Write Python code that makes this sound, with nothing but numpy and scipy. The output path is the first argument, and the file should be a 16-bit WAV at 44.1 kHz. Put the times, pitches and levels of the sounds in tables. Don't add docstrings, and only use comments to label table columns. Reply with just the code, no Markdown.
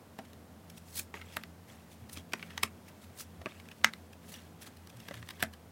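import sys
import numpy as np
from scipy import signal
from scipy.fft import rfft, irfft
from scipy.io import wavfile
from scipy.ndimage import uniform_filter1d

SR = 44100
rng = np.random.default_rng(int(sys.argv[2]) if len(sys.argv) > 2 else 0)


def unload_wav(signal):
    wavfile.write(
        sys.argv[1],
        SR,
        np.round(np.clip(np.atleast_2d(signal).T, -1, 1) * 32767).astype(np.int16),
    )


N = 251811
TIME = np.arange(N) / SR


def amp(db):
    return 10 ** (np.asarray(db) / 20)


def unit(x):
    return x / np.sqrt(np.sum(x ** 2) + 1e-20)


def evened(x):
    return unit(x) * np.sqrt(len(x))


def add(mix, s, sound):
    part = mix[max(round(s * SR), 0):][:len(sound)]
    part += sound[:len(part)]


def band(x, lo_hz, hi_hz, order=2):
    edges_hz = [lo_hz, min(hi_hz, SR / 2 - 1)]
    return signal.sosfilt(signal.butter(order, edges_hz, "band", fs=SR, output="sos"), x)


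def ring(x, hz, width_hz):
    turn = np.exp(2j * np.pi * np.cumsum(hz * np.ones(len(x))) / SR)
    r = np.exp(-np.pi * width_hz / SR)
    return (turn * signal.lfilter([1 - r], [1, -r], x / turn)).imag


def coloured(x, points):
    hz, db = np.transpose(points)
    bins_hz = np.fft.rfftfreq(N, 1 / SR)
    gain = amp(np.interp(np.log(bins_hz + 1), np.log(hz), db))
    return evened(irfft(rfft(x) * gain, N))


def wobble(length, size):
    return evened(uniform_filter1d(uniform_filter1d(rng.standard_normal(length), size), size))


def swell(t, rise, fall):
    return np.exp(np.where(t < 0, t / max(rise, 1e-5), -t / max(fall, 1e-5)))


def decaying_sine(t, hz, t60):
    return amp(-60 * t / t60) * np.sin(2 * np.pi * hz * t)


def background():
    # frequency in Hz, relative level in dB per Hz.
    air_colour = [(25, 4.5), (50, -8), (68, -10), (95, -0.5), (125, -2), (160, -3), (230, 2), (330, -6.5),
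                  (480, -7.5), (700, -9), (1000, -13), (2500, -22.5), (6000, -27.5), (15800, -29.5)]
    # frequency in Hz, nominal width in Hz, level in dB.
    hum_lines = [(85.4, 4.4, -58), (170.4, 2.03, -63.5), (221, 12.5, -68.5)]
    air_db = -55.5
    air = amp(air_db) * coloured(rng.standard_normal(N), air_colour)
    low = signal.sosfiltfilt(signal.butter(2, 900, fs=SR, output="sos"), air)
    out = air + low * (amp(0.94 * wobble(N, size=3500)) - 1)
    for hz, width_hz, db in hum_lines:
        wavering = ring(ring(rng.standard_normal(N), hz, 2 * width_hz), hz, 2 * width_hz)
        out += amp(db) * evened(band(wavering, 0.853 * hz, 1.283 * hz))
    return out


def handling():
    # start in seconds, length in seconds, level in dB.
    holds = [(0.198, 0.085, -74), (0.704, 0.057, -71), (2.004, 0.17, -73.5), (2.356, 0.1, -64),
             (2.71, 0.65, -76.5), (3.566, 0.44, -71.5), (4.254, 0.1, -66.5), (4.623, 0.45, -73.5),
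             (5.023, .36, -66.5)]
    grip_s, let_go_s, resting_db = 0.031, 0.038, -85.5
    level = amp(resting_db) * np.ones(N)
    for start, length, db in holds:
        level += amp(db) * swell(TIME - np.clip(TIME, start, start + length), grip_s, let_go_s)
    return level


def flecks(lo_hz, hi_hz, per_s=700, spread_db=4.0, width_hz=150, count=12):
    out = np.zeros(N)
    for hz in np.geomspace(lo_hz, hi_hz, count):
        happens = rng.random(N) < per_s / count / SR
        catches = happens * amp(spread_db * np.minimum(rng.exponential(1, N), 3))
        out += ring(catches, hz * rng.uniform(0.93, 1.04), width_hz)
    return evened(band(out, 0.6 * lo_hz, 1.7 * hi_hz))


def slides():
    # time of fastest motion in seconds, hiss level in dB, brightness in dB,
    # speeding-up time constant in seconds, nominal slowing-down time constant in seconds.
    slide_moves = [(.781, -55, 4, 0.0079, .006), (.89, -63, 10, 0.026, .035),
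                   (0.975, -41.5, 11, 0.02, 0.031), (.996, -42, 30, 0.0022, 0.0029),
                   (1.151, -59.5, -10.5, 0.0043, 0.053), (1.335, -60.5, -5.5, 0.056, 0.09),
                   (1.689, -62.5, -3.5, 0.0094, 0.097), (1.92, -63, 5, .016, .024),
                   (2.133, -52.5, 15, 0.0073, 0.013), (2.176, -54.5, -5.5, .016, 0.023),
                   (2.55, -69.5, -12, 0.067, 0.09), (2.655, -54, -6.5, 0.026, 0.014),
                   (2.887, -59.5, -1.5, 0.0097, 0.01), (3.033, -62.5, 2, 0.015, 0.029),
                   (3.206, -47, 8, 0.017, .018), (3.49, -66, -10.5, 0.017, 0.071),
                   (4.299, -58, 9, 0.017, 0.011), (4.325, -60.5, 17, 0.0087, 0.0096),
                   (4.346, -61, -2, 0.015, 0.099), (4.62, -54, 1, 0.0066, 0.019),
                   (4.673, -52, -0.5, 0.0085, 0.0082), (5.181, -64.5, -14.5, 0.021, .01),
                   (5.441, -55, -14.5, 0.015, 0.014)]
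    # frequency in Hz, relative level in dB per Hz.
    sheet_colour = [(300, -2), (900, -3.5), (1500, -3), (2200, 0.5), (3300, -2.5), (4500, -20), (8000, -14),
                    (16000, -48)]
    surface_colour = [(500, -25), (2000, -8), (4000, 3), (6000, 1.5), (8500, -11), (11000, -3),
                      (16000, -11)]
    fizz_colour = [(2000, -41), (7000, -3.5), (9500, -1), (12000, -5), (15000, -2.5), (16500, -9)]
    sheet_loss, fizz_gain, fizz_db = 0.79, 0.42, -1.5
    levels = np.zeros((3, N))
    for s, db, bright_db, rise, fall in slide_moves:
        stopping = np.exp(-(np.maximum(TIME - s, 0) / (2.3 * max(fall, .001))) ** 2)
        layers = amp([[db - sheet_loss * bright_db], [db], [db + fizz_db + fizz_gain * bright_db]])
        levels += layers * swell(TIME - s, rise, fall) * stopping
    rubbing = handling()
    catch = amp(2.0 * wobble(N, size=200) + 1.9 * wobble(N, size=14))
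    sheet = coloured(catch * rng.standard_normal(N), sheet_colour)
    hiss = coloured(catch * rng.standard_normal(N), surface_colour)
    fizz = coloured(catch * rng.standard_normal(N), fizz_colour)
    sheet = evened(sheet + 1.2 * flecks(1390, 3880, per_s=420))
    hiss = evened(hiss + 0.66 * flecks(4010, 8680, per_s=550))
    out = sheet * (levels[0] + rubbing)
    out += hiss * (levels[1] + 0.61 * rubbing)
    return out + fizz * (levels[2] + .5 * rubbing)


def tap(low_hz, low_db, high_hz, high_db, bite_db, crack_db, grit_db, knock_hz, knock_db, drag):
    # multiple of high bending mode, width in Hz, relative level in dB.
    overtones = [(2.1, 260, -1), (2.45, 304, 1.5), (2.85, 347, 0.5), (3.3, 400, 0)]
    # frequency in Hz, relative level in dB, t60 in seconds.
    table_modes = [(287.5, -2, 0.1), (400, -3, 0.051), (542, 1.5, 0.031), (648, -1.5, 0.048),
                   (917, -16.5, 0.035)]
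    t = (np.arange(SR // 4) - SR // 100) / SR
    release, after = 1. * (t == 0), np.maximum(t, 0)
    lead_share = np.clip((grit_db - high_db + 22.5) / 18, .12, 1.2)
    fibres = rng.standard_normal(len(t)) * amp(1.26 * wobble(len(t), size=12))
    dragging = swell(t, 1.78 * drag * lead_share, 1.6 * drag)
    dragging += 0.017 * swell(t, 0.0029 * lead_share, 0.0017)
    scrape = unit(fibres * dragging)
    drive = release + scrape * min(drag / 0.00042, .9 + 1.2 * lead_share)

    bend = amp(low_db) * unit(band(ring(drive, low_hz, 226), 620, 2140))
    bend += amp(high_db) * unit(band(ring(drive, high_hz, 247), 1270, 3400))
    bite_hz = 3150 * rng.uniform(0.89, 0.996)
    bite = amp(bite_db) * unit(band(ring(drive, bite_hz, 400), 2970, 4060))
    higher = sum(amp(db) * ring(drive, high_hz * ratio, width_hz) for ratio, width_hz, db in overtones)
    crack = amp(crack_db) * unit(band(unit(higher) + 0.065 * unit(drive), 4500, 9000))
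    grit = amp(grit_db) * unit(band(scrape + 0.43 * release, 5040, 14900))

    spot = unit(decaying_sine(after, knock_hz, t60=0.052))
    board = unit(sum(amp(db) * decaying_sine(after, hz, t60) for hz, db, t60 in table_modes))
    knock = amp(knock_db) * unit(spot + 0.86 * board)
    push = amp(knock_db - 14.0) + amp(low_db - 15.5)
    top = push * unit(decaying_sine(after, 222, t60=.2))
    return t[0], bend + bite + crack + grit + knock + top


def touch(s, db, bright_db, grit_db, low_hz, high_hz, knock_db, knock_hz, drag, voice):
    low_db, high_db, bite_db, crack_db = (db + offset + slope * bright_db for offset, slope in voice)
    lead, sound = tap(low_hz, low_db, high_hz, high_db, bite_db, crack_db, grit_db, knock_hz, knock_db, drag)
    return s + lead, sound


def tick(s, db, bright_db, hz, drag):
    # dB against strength, dB per dB of brightness.
    tick_voice = [(-3.5, 0.081), (.5, 0), (-3.5, 0.38), (-8.5, 1)]
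    low_ratio, knock_rel_db, knock_hz = .68, -13, 370
    grit_rel_db, grit_slope = -10, 1.03
    grit_db = db + grit_rel_db + grit_slope * bright_db
    return touch(s, db, bright_db, grit_db, low_ratio * hz, hz, db + knock_rel_db, knock_hz, drag, tick_voice)


def strays(count=40):
    peak_db, spread_db, bright_db = -35.5, 2.5, 3
    centre_hz, drag_s = 2050, .0012
    out, rubbing = np.zeros(N), handling()
    for place, size, pitch in rng.random((count, 3)):
        at = int(place * N)
        db = peak_db + spread_db * (2 * size - 1) + 20 * np.log10(rubbing[at] / rubbing.max())
        hz = centre_hz * 2 ** ((pitch - .5) / 2)
        add(out, *tick(at / SR, db, bright_db, hz, drag_s))
    return out


def landings():
    # time in seconds, strength in dB, brightness in dB, edge grit in dB, low bending mode in Hz,
    # high bending mode in Hz, knock level in dB, knock pitch in Hz, nominal edge drag in seconds.
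    landing_rows = [(.189, -27, 6, -31, 875, 1670, -16, 777, 0.0015),
                    (0.1935, -27, -4, -44, 1420, 1680, -20.5, 660, 0.0059),
                    (1.141, -17.5, -6, -41, 1060, 1980, -20.5, 403, .0034),
                    (1.1525, -30, -3, -46, 1023, 2120, -30, 364, 0.0024),
                    (1.3687, -9.5, -2, -16, 1110, 1830, -15.5, 604, 0.0014),
                    (2.1734, -25.5, 9, -30, 1290, 2500, -20.5, 300, .0009),
                    (2.3346, -10.5, 5.5, -20, 1460, 2400, -16.5, 680, 0.00065),
                    (2.3378, -12.5, -7, -27, 1060, 1910, -15, 374, 0.00047),
                    (2.5781, -14, 7.5, -23.5, 1120, 1840, -31, 315, .0012),
                    (2.6338, -3.5, 6.5, -5, 1100, 2180, -13.5, 405, .0009),
                    (2.6353, -8.5, -6, -22, 1330, 2360, -23, 850, .00065),
                    (3.416, -30, 2.5, -42, 1130, 1870, -24, 680, 0.0028),
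                    (3.459, -14, -7, -43, 1130, 2420, -12, 380, 0.0012),
                    (3.4653, -19.5, -15, -50, 1240, 1770, -14.5, 608, 0.0042),
                    (3.845, 6.5, 2, -10, 1800, 1944, -16, 481, .0005),
                    (3.8474, -5.5, -6, -14, 1620, 1820, -20.5, 460, 0.00068),
                    (5.086, -20.5, 5, -29, 1310, 1650, -25.5, 450, 0.0011),
                    (5.1104, -21.5, -7, -46, 1238, 1790, -15.5, 565, 0.005),
                    (5.427, -6, 3.5, -8, 1820, 1720, -7.5, 725, 0.00071),
                    (5.4354, -18, 9, -16, 1310, 2030, -10, 653, 0.0016)]
    # dB against strength, dB per dB of brightness.
    landing_voice = [(-1.5, -0.11), (1, 0), (-6.5, 0.66), (-9, 0.92)]
    out = np.zeros(N)
    for row in landing_rows:
        add(out, *touch(*row, landing_voice))
    return out


def ticks():
    # time in seconds, strength in dB, brightness in dB, high bending mode in Hz,
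    # nominal edge drag in seconds.
    tick_rows = [(0.253, -40, 8, 1965, .002), (0.333, -40.5, 13, 1860, 0.0009),
                 (0.7011, -36, 14.5, 2300, 0.001), (0.9944, -17, -7, 2440, 0.0038),
                 (1.173, -32, -9, 2143, .0026), (1.215, -21.5, -6.5, 2110, 0.0049),
                 (1.4365, -22.5, 2, 1900, 0.0006), (2.097, -33, 12, 1770, 0.0017),
                 (2.323, -27, 1, 2304, 0.0022), (2.395, -27, -6, 2100, 0.0025),
                 (2.4274, -16.5, -7, 2220, 0.0024), (2.506, -25.5, -1, 1810, 0.0048),
                 (3.5204, -30.5, -10, 2300, .0018), (3.5996, -28.5, -1, 2260, 0.0023),
                 (3.6873, -30, 2, 2380, 0.00047), (3.716, -25, -2, 2700, 0.0033),
                 (3.9361, -20.5, 1, 2020, 0.00068), (4.132, -32.5, 4.5, 2530, .002),
                 (4.3413, -36.5, 15, 1670, .0012), (4.7707, -43, 14.5, 1720, 0.0011),
                 (4.873, -36.5, 13, 1720, 0.00062), (4.9004, -34, 9, 2520, .0024),
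                 (4.9703, -45, 19, 2430, 0.0025), (5.003, -32, 8, 2700, .0024),
                 (5.142, -23, 2.5, 1800, 0.0014), (5.2272, -24.5, -6.5, 1810, 0.0018),
                 (5.2894, -23, 6, 1780, 0.00073), (5.3071, -21.5, 5, 1841, 0.0023),
                 (5.405, -21, 4.5, 1710, 0.012), (5.537, -29.5, 6, 1760, 0.0036)]
    out = np.zeros(N)
    for row in tick_rows:
        add(out, *tick(*row))
    return out


def bumps():
    # centre time in seconds, peak level in dB, frequency in Hz, length in seconds.
    bump_rows = [(2.027, -50, 119, 0.078), (3.402, -44, 82.4, .1), (4.971, -47.5, 120.7, 0.11),
                 (5.188, -46, 113.7, 0.17)]
    out = np.zeros(N)
    for s, db, hz, length in bump_rows:
        t = np.arange(round(length * SR)) / SR
        tone = np.sin(2 * np.pi * (hz * t + rng.random()))
        add(out, s - length / 2, amp(db) * np.hanning(len(t)) * tone)
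    return out


def settle(s=3.848, db=-40.5, start_hz=2450, end_hz=1600, fade=0.025, rub_db=-3, low_db=-5, creak_db=-33):
    t = np.arange(SR // 8) / SR
    hz = np.interp(t, [0, .052], [start_hz, end_hz])
    upper = evened(band(ring(rng.standard_normal(len(t)), hz, 294), 960, 4050))
    lower = evened(band(ring(rng.standard_normal(len(t)), 1380, 260), 810, 2200))
    rub = evened(band(band(rng.standard_normal(len(t)), 1200, 4300, order=1), 670, 7400))
    scrape = upper + amp(low_db) * lower + amp(rub_db) * rub
    motion_left = np.interp(t, [.044, .062], [1, 0])
    out = np.zeros(N)
    add(out, s - .0095, amp(creak_db) * rub[::-1] * swell(t - .0055, 0.0043, 0.002))
    add(out, s, amp(db) * scrape * swell(t - .008, .006, fade) * motion_left)
    return out


def squeaks(wander_hz=110, octave=0.69):
    # peak time in seconds, nominal level in dB, mean frequency in Hz, fade time constant in seconds.
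    squeak_rows = [(4.342, -45.5, 2920, 0.004), (4.366, -62, 2900, .008), (4.389, -58, 2830, 0.011),
                   (4.677, -54, 3310, 0.0072)]
    t, out = np.arange(SR // 8) / SR, np.zeros(N)
    for s, db, hz, fade in squeak_rows:
        phase = 2 * np.pi * np.cumsum(hz + wander_hz * wobble(len(t), size=30)) / SR
        tone = np.sin(phase) + octave * np.sin(2 * phase)
        tone *= amp(3.3 * wobble(len(t), size=90))
        add(out, s - 1 / 50, amp(db) * tone * swell(t - 1 / 50, .003, fade))
    return out


def room(x):
    # low edge in Hz, high edge in Hz, t60 in seconds, level in dB.
    reverb_bands = [(130, 450, 0.18, -6), (683, 2440, .13, -11), (3150, 11000, 0.11, -13.5)]
    # delay in seconds, linear gain.
    near_echoes = [(.0031, 0.099), (.0068, 0.038)]
    t = np.arange(SR // 2) / SR
    echoes = rng.standard_normal(len(t)) * (rng.random(len(t)) < 2500 / SR) * (t > .004)
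    tail = np.zeros(len(t))
    for lo, hi, t60, db in reverb_bands:
        width_gain = np.sqrt(2 * abs(hi - lo) / SR)
        tail += amp(db) * width_gain * unit(band(echoes, lo, hi) * amp(-60 * t / t60))
    for delay, gain in near_echoes:
        add(tail, delay, np.array([gain]))
    return x + signal.fftconvolve(x, tail)[:N]


def scene():
    cards = landings() + ticks() + strays() + settle() + slides() + squeaks()
    return (room(cards) + bumps() + background())[None]


def record(dry):
    low_cut_hz, edge_hz = 70, 16050
    thinned = signal.sosfilt(signal.butter(5, low_cut_hz, "high", fs=SR, output="sos"), dry)
    limit = signal.firwin(511, edge_hz, window=("kaiser", 9), fs=SR)
    return signal.oaconvolve(thinned, limit[None], "same")


dry = scene()
out = record(dry)
unload_wav(out)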